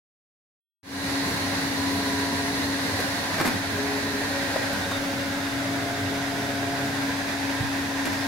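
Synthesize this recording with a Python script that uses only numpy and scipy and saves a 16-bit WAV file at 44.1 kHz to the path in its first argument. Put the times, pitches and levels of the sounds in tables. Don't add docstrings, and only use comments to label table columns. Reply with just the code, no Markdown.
import sys
import numpy as np
from scipy import signal
from scipy.fft import rfft, irfft, next_fast_len
from scipy.io import wavfile
from scipy.ndimage import map_coordinates

SR = 44100
rng = np.random.default_rng(int(sys.argv[2]) if len(sys.argv) > 2 else 0)


def transcribe(u):
    v = np.clip(np.atleast_2d(u).T, -1, 1)
    q = np.round(v * 32767).astype(np.int16)
    wavfile.write(sys.argv[1], SR, q)


N = 364707


def amp(db):
    return 10 ** (np.asarray(db) / 20)


def unit(x):
    return x / np.sqrt(np.mean(x ** 2) + 1e-20)


def along(points, hz):
    freqs, values = np.transpose(points)
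    return np.interp(np.log(hz + 1), np.log(freqs + 1), values)


def curves(rows):
    times, *columns = np.transpose(rows)
    return [np.interp(np.arange(N) / SR, times, column) for column in columns]


def gate(start, end, edge_s):
    t = np.arange(N) / SR
    return np.sin(np.pi / 2 * np.clip(np.minimum(t - start, end - t) / edge_s + .5, 0, 1)) ** 2


def wobble(rate):
    return map_coordinates(rng.standard_normal(int(N * rate / SR) + 4), [np.arange(N) * rate / SR])


def filtered(x, response):
    size = next_fast_len(N + SR // 2)
    return irfft(rfft(x, size) * response(np.fft.rfftfreq(size, 1 / SR)), size)[..., :N]


def pan(db):
    return amp(np.array([db, -db]) / 2)


def delayed(x, ms):
    return map_coordinates(x, [np.arange(N) - ms * SR / 1000], order=3)


def spin(hz, drift):
    return 2 * np.pi * np.cumsum(hz * (1 + drift * wobble(12))) / SR


def tone(phase, flutter_db):
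    return np.sqrt(2) * np.sin(phase) * amp(flutter_db * wobble(16))


def rush(spectrum):
    # freq_hz, left_right_correlation
    likeness = [(60, 0.96), (120, 0.99), (240, 0.94), (480, 0.8), (950, 0.56), (1900, 0.0058), (3800, 0.22),
                (15000, 0)]
    # freq_hz, left_minus_right_db
    balance = [(60, -3.5), (125, -1.5), (300, -1), (500, 0.5), (1000, 1.5), (2000, -2), (4000, -4),
               (8000, 0), (13000, -3)]

    def mid_side(hz):
        width = np.arccos(np.clip(along(likeness, hz), -1, 1)) / 2
        return amp(along(spectrum, hz)) * [np.cos(width), np.sin(width)]

    mid, side = filtered(rng.standard_normal((2, N)), mid_side)
    return unit(filtered(np.array([mid + side, mid - side]), lambda hz: pan(along(balance, hz))))


def wall_echoes(x, travel_ms, echo_db, count):
    n = np.arange(N)
    out = x.copy()
    for base_ms, slide, ear_ms in rng.uniform([2.5, -2.5, -.4], [15, 2.5, .4], (count, 3)):
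        for ear, sign in enumerate((1, -1)):
            path_ms = base_ms + slide * travel_ms + sign * ear_ms
            out[ear] += amp(echo_db) * np.interp(n - path_ms * SR / 1000, n, x[ear])
    return out / np.sqrt(1 + count * amp(echo_db) ** 2)


def rumble_and_air():
    # time_s, slot_facing_us (0-1), floor_echo_ms
    pose = [(1.0, 0.94, 1.03), (1.8, 0.99, 1.02), (2.8, 0.85, 1.072), (3.5, 0.4, 1.136), (4.2, 0.5, 1.2),
            (5.0, 0.1, 1.312), (5.8, 0, 1.426), (7.3, 0, 1.18), (8.27, 0.06, 1.116)]
    # freq_hz, relative_db
    rumble_eq = [(20, -34), (42, -18), (52, -17), (72, -6), (95, 2), (112, -2), (130, -1.5), (146, -7.5),
                 (168, 1), (215, -1), (290, 1.5), (345, -7), (480, -5.5), (620, -28.5)]
    shell_eq = [(380, -33), (530, 1), (680, -0.5), (820, -2.5), (900, -3.5), (1020, -0.5), (1200, -6.5),
                (1400, -2), (1600, 1), (1730, -1), (1880, 1.5), (2150, -4), (2900, -10), (3700, -35)]
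    front_eq = [(1710, -39), (2900, -10.5), (3990, 1), (4410, 1), (4700, -3), (5230, -5.5), (6020, -7.5),
                (6510, -8.5), (8340, -15), (9820, -11), (11300, -12.5), (12500, -23), (15100, -22),
                (15800, -37)]
    rear_eq = [(1710, -9), (2900, -9), (3200, -2.5), (3690, 0.5), (4050, -2), (5080, -2.5), (5690, -7),
               (6150, -5.5), (8170, -12.5), (9960, -11.5), (13700, -18.5), (15100, -29), (15800, -21)]
    rumble_db, shell_db, hiss_db = -35, -31.5, -35
    brush_beam_db, slot_beam_db, distance_db_per_ms = 3.5, 2.25, 3
    lead_front_ms, lead_rear_ms = .11, -.017
    facing, echo_ms = curves(pose)
    facing = np.clip(facing, 0, 1)
    travel_ms = echo_ms - echo_ms.mean()
    turn_db = gate(2.8, 3.55, edge_s=.25) + gate(4.2, 4.95, edge_s=.25)
    halt_db = -1.5 * gate(7.1, 8.2, edge_s=.25)
    ride_db = turn_db - distance_db_per_ms * travel_ms
    scrub = wobble(30)
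    rumble = amp(rumble_db + halt_db + brush_beam_db * (facing - .5) + 1.2 * wobble(14)) * rush(rumble_eq)
    shell = amp(shell_db + ride_db + .57 * scrub) * rush(shell_eq)
    slot = np.sqrt(facing) * rush(front_eq) + np.sqrt(1 - facing) * rush(rear_eq)
    hiss = amp(hiss_db + slot_beam_db * (facing - .5) + ride_db + .3 * scrub) * slot
    dull_shell = filtered(shell, lambda hz: 1 / (1 + (hz / 2200) ** 4))
    floor_echo = .22 * np.array([delayed(side, echo_ms) for side in dull_shell])
    left, right = rumble + wall_echoes(shell + hiss + floor_echo, travel_ms, echo_db=-16, count=8)
    lead_ms = lead_rear_ms + (lead_front_ms - lead_rear_ms) * np.sin(np.pi / 2 * facing)
    return np.array([delayed(left, -lead_ms / 2), delayed(right, lead_ms / 2)])


def brush_motor():
    # time_s, level_db
    hum_ride = [(1.05, -32), (1.21, -29), (1.29, -37.5), (1.75, -31), (2.76, -32), (3.28, -40), (3.72, -34),
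                (4.15, -35), (4.33, -30), (4.49, -39), (4.89, -34), (6.96, -33), (7.06, -27.5), (7.18, -34),
                (7.71, -30), (8.27, -34)]
    # motor_order, level_db
    resting = [(3, -52), (4, -59), (5, -50.5), (6, -52.5)]
    # start_s, end_s, motor_order, level_db
    swells = [(1.92, 2.566, 3, -41.5), (1.92, 2.56, 5, -42), (2.65, 3.55, 4, -45), (3.722, 4.236, 3, -38),
              (4.26, 5.402, 4, -42), (5.7, 7.004, 3, -43.5), (5.698, 7.0, 5, -39.5), (7.17, 7.36, 5, -41),
              (7.1, 7.9, 6, -52)]
    shaft = spin(hz=138.35, drift=.001744)
    brush = shaft / 7 + .5 * wobble(6)
    hum_db, = curves(hum_ride)
    hum = amp(hum_db + 1.1 * wobble(9)) * tone(2 * shaft, flutter_db=.34)
    hum *= 1 + .12 * (1 + .5 * wobble(5.4)) * np.sin(brush)
    hum_pan_db = 4.5 - .4 * (hum_db - hum_db.mean())
    overtones = np.zeros(N)
    for order, rest_db in resting:
        swell = sum(amp(db) * gate(start, end, edge_s=.16) for start, end, k, db in swells if k == order)
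        phase = order * shaft + .39 * wobble(24)
        overtones += np.hypot(amp(rest_db), swell) * tone(phase, flutter_db=1.9)
    throb = 1 + .22 * np.sin(brush)
    return hum * pan(hum_pan_db) + overtones * throb


def fan_and_brush_tones():
    # pitch_hz, level_db
    tones = [(41.5, -66), (98.8, -46), (360, -56.5), (1631, -50.5), (6098, -61)]
    return sum(amp(db) * tone(spin(hz, drift=.00221), flutter_db=3.5) for hz, db in tones)


def wheel_drives():
    # start_s, end_s, first_hz, last_hz, level_db, roughness (0-1)
    runs = [(1.784, 2.423, 985, 968, -40, .05), (3.999, 4.72, 1817, 1914, -42.5, .7),
            (5.5, 7.15, 120.4, 132.7, -42, 0.1), (7.301, 8.4, 1800, 1870, -46.5, .7)]
    chatter_rad = 1.1
    out = np.zeros(N)
    for start, end, first_hz, last_hz, db, roughness in runs:
        glide_hz = np.interp(np.arange(N) / SR, [start, end], [first_hz, last_hz])
        phase = spin(glide_hz, drift=.00302) + chatter_rad * roughness * wobble(110)
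        out += amp(db) * gate(start, end, edge_s=.2) * tone(phase, flutter_db=.9)
    return out


def room(x):
    # freq_hz, t60_s
    decay = [(150, 0.38), (1500, 0.62), (12000, 0.26)]
    hz, t, noise = signal.stft(rng.standard_normal((2, SR // 2)), SR, nperseg=256)
    tail = signal.istft(noise * amp(-60 * t / along(decay, hz)[:, None]), SR, nperseg=256)[1]
    return signal.fftconvolve(x[None], tail / np.linalg.norm(tail[0]), axes=1)[:, :N]


def bumps():
    # start_s, thud_db, thud_hz, clack_db, tick_db
    jolts = [(2.989, -26, 441, -28, -41), (3.001, -26, 424, -35, -36), (3.339, -40, 300, -25.5, -50),
             (3.381, -26, 596, -27.5, -42), (3.398, -22, 180, -23, -40), (3.409, -17.5, 332, -24.5, -37),
             (3.45, -19, 303, -25.5, -37), (3.456, -21, 200, -34, -36), (3.464, -21, 250, -34, -37),
             (3.475, -19.5, 223, -27, -33.5), (4.559, -15.5, 620, -30, -45), (4.729, -26, 180, -40, -37),
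             (4.912, -27, 1110, -25, -40), (7.603, -17, 118, -48, -55), (8.054, -20.5, 300, -26, -36.5),
             (8.069, -23, 290.4, -31, -41), (8.129, -34, 260, -33, -42)]
    # pitch_hz, width_hz, relative_db
    modes = [(620, 150, 2.5), (970, 150, 2.5), (1220, 210, 0), (1560, 190, 0), (1930, 140, 1.5),
             (2320, 440, -5), (4430, 2400, -14)]
    # freq_hz, relative_db
    tick_eq = [(1500, -19), (3500, 2), (7000, -5), (12000, 0), (16000, -15)]
    t = np.arange(SR // 2) / SR

    def hit(t60_s):
        return np.exp(-np.log(1000) * t / t60_s) * (1 - np.exp(-t / .00072))

    def body(hz):
        return sum((-1) ** k * amp(db) * 1j * hz * width / (pitch ** 2 - hz ** 2 + 1j * hz * width)
                   for k, (pitch, width, db) in enumerate(modes))

    thuds, clacks, ticks = np.zeros((3, N + SR))
    for start, thud_db, hz, clack_db, tick_db in jolts:
        at = slice(round(start * SR), round(start * SR) + len(t))
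        attack = 1 - np.exp(-t * hz / .68)
        blur = np.cumsum(rng.standard_normal(len(t))) * np.sqrt(hz / SR)
        ring = np.sin(2 * np.pi * hz * t + .54 * blur)
        thuds[at] += amp(thud_db + 2.5) * hit(t60_s=.035 + 8.4 / hz) * attack * ring
        clacks[at] += amp(clack_db) * hit(t60_s=.071)
        ticks[at] += amp(tick_db) * hit(t60_s=.067)
    rattle = unit(filtered(rng.standard_normal(N), body))
    grit = unit(filtered(rng.standard_normal(N), lambda hz: amp(along(tick_eq, hz))))
    direct = thuds[:N] + amp(1) * (clacks[:N] * rattle + ticks[:N] * grit)
    return direct + amp(-4) * room(direct)


def wheel_squeaks():
    # start_s, end_s, pitch_hz, level_db
    squeaks = [(4.825, 4.86, 3730, -40.5), (4.91, 4.98, 3665, -41)]
    out = np.zeros(N)
    for start, end, hz, db in squeaks:
        phase = spin(hz, drift=.004) + 1.1 * wobble(240)
        out += amp(db) * gate(start, end, edge_s=.03) * tone(phase, flutter_db=3)
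    return out


def scene():
    running = rumble_and_air() + brush_motor() + fan_and_brush_tones()
    return running + wheel_drives() + wheel_squeaks() + bumps()


def record(dry):
    start_s, fade_s, top_hz = .83, .27, 15800
    fade = np.interp(np.arange(N) / SR, [start_s, start_s + fade_s], [.036, 1], left=0)
    return filtered(dry * fade, lambda hz: hz < top_hz)


dry = scene()
out = record(dry)
transcribe(out)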